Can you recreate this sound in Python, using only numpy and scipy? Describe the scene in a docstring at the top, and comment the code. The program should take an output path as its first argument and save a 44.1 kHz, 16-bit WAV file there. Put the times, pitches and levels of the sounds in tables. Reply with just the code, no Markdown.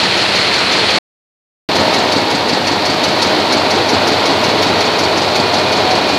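"""Vibrating spiral conveyor

A steel spiral shakes small rubber parts up its track in a workshop, heard close by from three
positions, with a short silence after the first. Random impacts make the sheet metal boom and ring,
and the parts patter over the hum of the drive. Five or six times a second, strictly in step,
the shaking swells: a loose steel edge clashes, then the base knocks and rebounds."""
import sys
import numpy as np
from scipy import signal
from scipy.fft import rfft, irfft
from scipy.io import wavfile
from scipy.ndimage import uniform_filter1d

SR = 44100
rng = np.random.default_rng(int(sys.argv[2]) if len(sys.argv) > 2 else 0)


def transcribe(u):
    """Save the signal u as a 16-bit wav file named by the first command-line argument.

    u: samples, shape (n,) or (channels, n), limited to [-1, 1]; the rate is SR.
    q: integer samples, one column per channel.
    """
    v = np.clip(np.atleast_2d(u).T, -1, 1)
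    q = np.round(v * 32767).astype(np.int16)
    wavfile.write(sys.argv[1], SR, q)


N = 272538
TIME = np.arange(N) / SR
CYCLE_S = .1832  # period of the shaking

# Listening positions. Each row: start, end, time of one clash, time of one hum swell, all in seconds.
POSITIONS = [(0, .986, .165, .22), (1.689, 3.4, 1.7487, 1.808), (3.4, 6.2, 3.5177, 3.606)]
# Transmission to each position. Each row: gains in dB of boom, patter, clash, knock, chink, hum,
# the hum's octave and shudder.
PATH_GAINS = [(-18.5, -16, -1, -27, -16, -53.5, -32.5, -29.5),
              (-15.3, -19.3, -.3, -18.3, -16, -39.3, -40, -32),
              (-15, -19.8, .7, -20, -16.5, -36.5, -48, -31.3)]


def gain_of(db):
    """Decibels express an amplitude ratio on a logarithmic scale."""
    return 10 ** (np.asarray(db) / 20)


def unit_rms(x):
    """Normalisation to a mean power of 1."""
    return x / np.sqrt(np.mean(x ** 2) + 1e-20)


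def add(mix, s, sound):
    """Superposition: a sound joins the mix at s seconds."""
    start = round(s * SR)
    sound = sound[max(-start, 0):]
    part = mix[max(start, 0):][:len(sound)]
    part += sound[:len(part)]


def colour(x, spectrum, size=4096):
    """A body filters x: convolution with a minimum-phase impulse response of unit energy."""
    hz, db = np.transpose(spectrum)
    log_hz = np.log(abs(np.fft.fftfreq(size, 1 / SR)) + 1)
    log_gain = np.log(gain_of(np.interp(log_hz, np.log(hz), db)))
    response = np.exp(np.conj(signal.hilbert(log_gain)))
    body = np.fft.ifft(response).real[:size // 2]
    return signal.oaconvolve(x, body / np.linalg.norm(body))[:len(x)]


def drift(rate_hz):
    """Low-passed noise gives a slow random fluctuation of rms 1."""
    hz = np.fft.rfftfreq(N, 1 / SR)
    return unit_rms(irfft(rfft(rng.standard_normal(N)) * np.exp(-(hz / rate_hz) ** 2), N))


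def swell(s, half_s):
    """A Gaussian envelope: 1 at time s, 1/e at half_s to either side."""
    return np.exp(-((TIME - s) / half_s) ** 2)


def impacts(per_s, spread_db, size=N):
    """Shot noise: tiny blows of uneven strength at random moments; rms 1."""
    strength = gain_of(spread_db * np.clip(rng.standard_normal(size), -2, 2))
    polarity = rng.choice([-1, 1], size)
    return unit_rms(strength * polarity * (rng.random(size) < per_s / SR))


def chatter(rise_s, hold_s, t60_s, per_s, size=6000):
    """Steel rattles on steel: dense contacts build up, hold and decay exponentially."""
    t = np.arange(size) / SR
    decay = gain_of(-60 * np.maximum(t - hold_s, 0) / t60_s)
    return impacts(per_s, spread_db=.99, size=size) * np.minimum(t / rise_s, 1) * decay


def ring(blows, hz, width_hz):
    """Resonance: one mode of the steel responds to the blows in a narrow band; rms 1."""
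    return unit_rms(signal.lfilter(*signal.iirpeak(hz, hz / width_hz, SR), blows))


def shaking_gain():
    """Forced vibration: sheet and parts both follow the strength of the shaking."""
    # Strength of the shaking. Each row: time in seconds, level in dB.
    strength = [(0, -1.4), (.9, -1.2), (1.95, 0), (2.3, -2), (2.85, -1.96), (3.25, -0.5), (4.35, 0.05),
                (5.2, -0.56), (6.2, -0.4)]
    return gain_of(np.interp(TIME, *np.transpose(strength)))


def sheet_metal():
    """Impact excitation: the wide steel flights boom and their modes ring; one signal a position."""
    # Broad response of the sheet. Each row: frequency in Hz, level in dB.
    boom_spectrum = [(20, -44.5), (55, -41), (90, -12), (150, -11.5), (220, -5.5), (350, -2), (490, -2.5),
                     (640, -1.5), (800, -2.5), (930, -3.5), (1100, -8), (1600, -16.5), (3000, -22),
                     (8000, -65.5)]
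    # Modes of the spiral. Each row: frequency and bandwidth in Hz, level in dB at each position.
    modes = [(245, 10, -50, -33.5, -41), (306.3, 14, -47, -32.5, -39), (352.5, 19, -37.5, -39.5, -33),
             (424, 21, -38, -55, -29.5), (476, 12, -38.5, -54, -49), (530, 21, -49, -30.5, -48),
             (613.5, 7.9, -42, -33, -34), (624, 8, -41, -30, -29.5), (637.4, 6.4, -43.5, -47, -34.5),
             (720, 9, -38, -30.5, -31.5), (825, 9.9, -43.5, -36.5, -36), (907.5, 13, -35, -31, -35),
             (940, 17, -42, -29.5, -35), (1248, 14, -49.5, -39, -48), (1360, 27.5, -39, -42, -35.5),
             (1442, 17, -46, -39, -40), (1756, 9, -42.5, -36, -46), (1868, 17, -45.5, -33.5, -38),
             (1973, 30, -49, -47, -42), (2201, 8.4, -39.5, -32, -38), (2484, 13, -38, -46, -39.5),
             (4150, 42, -44, -55, -48), (4257, 24, -37, -51, -46), (4410, 24, -41, -44, -50),
             (4400, 26, -44.5, -44, -46), (4630, 76, -46, -60, -60)]
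    blows = impacts(per_s=4000, spread_db=2.1)
    boom = colour(impacts(per_s=4000, spread_db=2.74), boom_spectrum)
    rings = np.array([ring(blows, hz, width) for hz, width, *_ in modes])
    ringing = gain_of(np.array(modes)[:, 2:].T) @ rings
    boom_gains = gain_of(np.array(PATH_GAINS)[:, :1])
    return shaking_gain() * (boom_gains * boom + ringing)


def rubber_parts():
    """Modulated shot noise: hundreds of small parts hop on the track and land in loose clumps."""
    # Patter from the front (first position) and the side. Each row: frequency in Hz, level in dB.
    front_spectrum = [(150, -32), (700, -10), (1300, -2), (1600, -2.5), (2400, 0.5), (3000, -2), (3700, -1),
                      (4300, 3.5), (4600, -2), (5000, -7.5), (6000, -16), (8500, -24), (10500, -28),
                      (14500, -63)]
    side_spectrum = [(150, -36), (700, -18.5), (1400, -2), (1700, -3.5), (2350, -2), (3000, -2.5),
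                     (3700, -0.5), (4350, 3), (4600, -1), (5000, -6.5), (6000, -14.5), (8500, -29),
                     (10500, -36), (14500, -80)]
    hops = impacts(per_s=8000, spread_db=1.5) * gain_of(.48 * drift(70))
    front = gain_of(3) * colour(hops, front_spectrum)
    side = gain_of(1.8) * colour(hops, side_spectrum)
    return shaking_gain() * np.where(TIME < POSITIONS[1][0], front, side)


def drive(hum_db, octave_db, swell_s):
    """Harmonic vibration: the drive's fundamental swells once a cycle under a less steady octave."""
    # The swells that boom hardest. Each row: time in seconds, extra level in dB.
    hard_swells = [(1.808, 7), (2.724, 5), (3.975, 9), (4.705, 4), (5.072, 6), (5.438, 4)]
    hum_hz, swell_db, half_s = 96.3, 5, .017
    turns = hum_hz * TIME + .09 * drift(10)
    octave_turns = 2 * turns + .12 * drift(25)
    from_swell_s = (TIME - swell_s + CYCLE_S / 2) % CYCLE_S - CYCLE_S / 2
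    surge_db = swell_db * np.exp(-(from_swell_s / half_s) ** 2)
    surge_db += sum(db * swell(s, 2 * half_s) for s, db in hard_swells)
    hum = gain_of(hum_db + surge_db) * np.sin(2 * np.pi * turns)
    octave = gain_of(octave_db + 2.5 * drift(8)) * np.sin(2 * np.pi * octave_turns)
    return np.sqrt(2) * (hum + octave)


def waver(hz, wobble_turns, flutter_db, rate_hz):
    """Random phase and amplitude modulation make a sustained ring waver."""
    turns = hz * TIME + wobble_turns * drift(rate_hz)
    return np.sqrt(2) * np.sin(2 * np.pi * turns) * gain_of(flutter_db * drift(rate_hz))


def singing_spiral():
    """Directional radiation: two modes of the spiral are loud only from certain places."""
    # The high mode, sung by one flight. Each row: time in seconds, level in dB.
    high_levels = [(0, -41), (3.4, -42), (3.6, -37), (3.8, -43), (4.0, -33), (4.15, -44), (4.6, -36),
                   (5.3, -34.5), (5.7, -29.7), (5.95, -33), (6.15, -28)]
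    # Brief rises of the low mode. Each row: time and half width in seconds, level in dB.
    low_swells = [(3.48, .06, -23), (5.9, .11, -19.5)]
    high = waver(hz=2447, wobble_turns=.09, flutter_db=2.2, rate_hz=25)
    low = waver(hz=744, wobble_turns=.14, flutter_db=2, rate_hz=35)
    high_gain = gain_of(np.interp(TIME, *np.transpose(high_levels)))
    low_gain = sum(gain_of(db) * swell(s, half_s) for s, half_s, db in low_swells)
    return high_gain * high + low_gain * low


def workshop():
    """Ambient noise: a steady broadband background, weak in the treble."""
    # Background of the room. Each row: frequency in Hz, relative level in dB.
    spectrum = [(20, -13), (60, 2), (300, 9.5), (1000, 8.5), (4000, -16.5), (14000, -49.5)]
    return gain_of(-32) * colour(rng.standard_normal(N), spectrum)


def loose_edge(times, place):
    """Intermittent contact: a loose edge clashes and rings each cycle; its hardest contact ticks."""
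    # Spectra of the clash and the tick. Each row: frequency in Hz, level in dB.
    clash_spectrum = [(500, -22), (1800, -2.5), (2300, -4), (3200, -0.5), (4400, 9), (5200, 4), (6400, 3.5),
                      (7300, -1.5), (8200, -27.5), (11000, -12.5), (14500, -55.5)]
    tick_spectrum = [(3000, -18), (8000, -1), (11000, 0), (14500, 2)]
    # Modes of the edge. Each row: frequency and bandwidth in Hz, level in dB at each position.
    modes = [(2228, 45, -41, -44, -37.5), (4430, 90, -36, -34.5, -37), (5200, 140, -48, -46, -42),
             (5934, 20, -49, -45, -48), (6550, 350, -48, -41.5, -46)]
    # Clashes that stand out. Each row: time in seconds, extra clash and tick levels in dB.
    hard_clashes = [(1.934, 1.5, 2), (2.117, 1.2, 0), (2.667, .7, 0), (3.033, 1.7, 3), (3.216, 4, 3),
                    (3.52, 1.5, 6), (3.886, .7, 2), (4.069, .5, 7), (4.619, 0, 14), (4.985, .7, 15.5),
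                    (5.168, 0, 9), (5.352, .7, 15)]
    hard = np.array(hard_clashes)
    clashes, ticks = np.zeros((2, N))
    shape = dict(rise_s=.008, hold_s=.015, t60_s=.095)
    recurring = chatter(**shape, per_s=22000)  # the share that is alike in every cycle
    for s in times:
        extra_db, extra_tick_db = hard[abs(hard[:, 0] - s) < CYCLE_S / 2, 1:].sum(axis=0)
        past_s = max(s - 4.3, 0)  # clashes fade and dull as the listener moves past the edge
        clash_db = -15.5 + extra_db - 1.8 * past_s + .5 * rng.uniform(-1, 1)
        tick_db = -46 + extra_tick_db - 8 * past_s + 2.5 * rng.uniform(-1, 1)
        clash = (recurring + 1.9 * chatter(**shape, per_s=20000)) / 2
        tick = chatter(rise_s=.003, hold_s=.013, t60_s=.1, per_s=6400)
        add(clashes, s, gain_of(clash_db) * clash)
        add(ticks, s + .0035, gain_of(tick_db) * tick)
    ringing = sum(gain_of(db[place]) * ring(clashes, hz, width) for hz, width, *db in modes)
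    return gain_of(-4.5) * colour(clashes, clash_spectrum) + ringing + colour(ticks, tick_spectrum)


def frame_shudder(times, one_cycle):
    """Periodic forcing: the frame shudders alike in every cycle."""
    # Response of the frame. Each row: frequency in Hz, level in dB.
    spectrum = [(20, -22), (40, -24.5), (50, -15.5), (65, -14), (85, 7), (120, 7), (180, 6), (260, -1),
                (350, 5.5), (600, -1), (1500, -46.5), (6000, -65.5)]
    force = np.zeros(N)
    for s in [times[0] - CYCLE_S, *times]:
        add(force, s, one_cycle)
    return colour(force, spectrum)


def jangle():
    """Damped free vibration: close modes of the base, in a different mixture at each contact."""
    # Modes of the base. Each row: frequency in Hz, time to decay 60 dB in seconds, level in dB.
    modes = [(3960, .022, -4), (4100, .022, .5), (4450, .024, -1.5), (4630, .016, 4)]
    t = np.arange(3000) / SR
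    rise = np.sin(np.pi / 2 * np.minimum(t / .0015, 1)) ** 2
    ringing = np.zeros_like(t)
    for hz, t60_s, db in modes:
        share, phase = rng.random(2)
        ringing += (.5 + share) * gain_of(db - 60 * t / t60_s) * np.sin(2 * np.pi * (hz * t + phase))
    return rise * ringing


def knocking_base(times, knock_db, chink_db):
    """Inelastic collision: the base knocks, chinks and rebounds twice, jangling at each contact."""
    # Spectra of the dull knock and the bright chink. Each row: frequency in Hz, level in dB.
    knock_spectrum = [(40, -36), (90, -12), (150, 0), (230, 4.5), (295, 7), (400, -8), (600, -27),
                      (2000, -43.5)]
    chink_spectrum = [(1500, -15), (3500, -1), (4600, 14), (5500, 6.5), (7000, 2), (8400, -3.5),
                      (10000, -20), (14500, -61)]
    # The knocks that thump hardest. Each row: time in seconds, extra level in dB.
    hard_knocks = [(1.798, 3), (2.164, 3.5), (2.347, 2.5), (2.53, 1), (2.714, 3), (2.897, 3.5), (3.08, 1),
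                   (3.263, 2), (3.934, 2), (4.117, 2), (4.3, 1.5), (4.666, 4.5), (5.399, 5), (6.132, 2)]
    hard = np.array(hard_knocks)
    rebound_s, restitution, jangle_lag_s = .0142, .52, .0022
    knocks, chinks, jangles = np.zeros((3, N))
    force_pulse = np.hanning(40)
    for s in times:
        extra_db = hard[abs(hard[:, 0] - s) < CYCLE_S / 2, 1].sum()
        strength = gain_of(1.2 * rng.uniform(-1, 1))
        for k in range(3):
            contact_s = s + k * rebound_s
            bounce = strength * restitution ** k
            add(knocks, contact_s, gain_of(extra_db) * bounce * force_pulse)
            add(jangles, contact_s + jangle_lag_s, bounce * jangle())
        add(chinks, s, strength * chatter(rise_s=.005, hold_s=.012, t60_s=.13, per_s=7000))
    bright = gain_of(-8.5) * colour(chinks, chink_spectrum) + jangles
    return gain_of(knock_db) * colour(knocks, knock_spectrum) + gain_of(chink_db) * bright


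def scene():
    """Superposition: machine and workshop add up in a different balance at each position in turn."""
    knock_lag_s, landing_lag_s = .0482, .036  # after each clash
    background = singing_spiral() + workshop()
    steel, patter = sheet_metal(), rubber_parts()
    # one cycle of the shudder holds every harmonic of the cycle rate, at random phase
    phases = rng.random(round(CYCLE_S * SR / 2) + 1)
    shudder_cycle = unit_rms(irfft(np.exp(2j * np.pi * phases)))
    out = np.zeros(N)
    for place, (start, end, clash_s, swell_s) in enumerate(POSITIONS):
        _, patter_db, clash_db, knock_db, chink_db, hum_db, octave_db, shudder_db = PATH_GAINS[place]
        clash_times = np.arange(clash_s % CYCLE_S - CYCLE_S, TIME[-1], CYCLE_S)
        knock_times = clash_times + knock_lag_s
        landing_db = .28 * np.cos(2 * np.pi * (TIME - clash_s - landing_lag_s) / CYCLE_S)
        track = steel[place] + gain_of(patter_db + landing_db) * patter
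        edge = gain_of(clash_db) * loose_edge(clash_times, place)
        frame = gain_of(shudder_db) * frame_shudder(knock_times, shudder_cycle)
        base = knocking_base(knock_times, knock_db, chink_db)
        hum = drive(hum_db, octave_db, swell_s)
        heard = uniform_filter1d(1. * ((TIME >= start) & (TIME < end)), size=40)
        out += heard * (background + track + edge + frame + base + hum)
    return out[None]


def record(dry):
    """Soft saturation rounds the loudest peaks; a low-pass filter limits the band."""
    knee, headroom, cutoff_hz = .78, .2, 14800
    over = np.maximum(abs(dry) - knee, 0)
    rounded = dry + np.sign(dry) * (headroom * np.tanh(over / headroom) - over)
    lowpass = signal.firwin(511, cutoff_hz, window=("kaiser", 9), fs=SR)
    return signal.oaconvolve(rounded, lowpass[None], "same")


dry = scene()
out = record(dry)
transcribe(out)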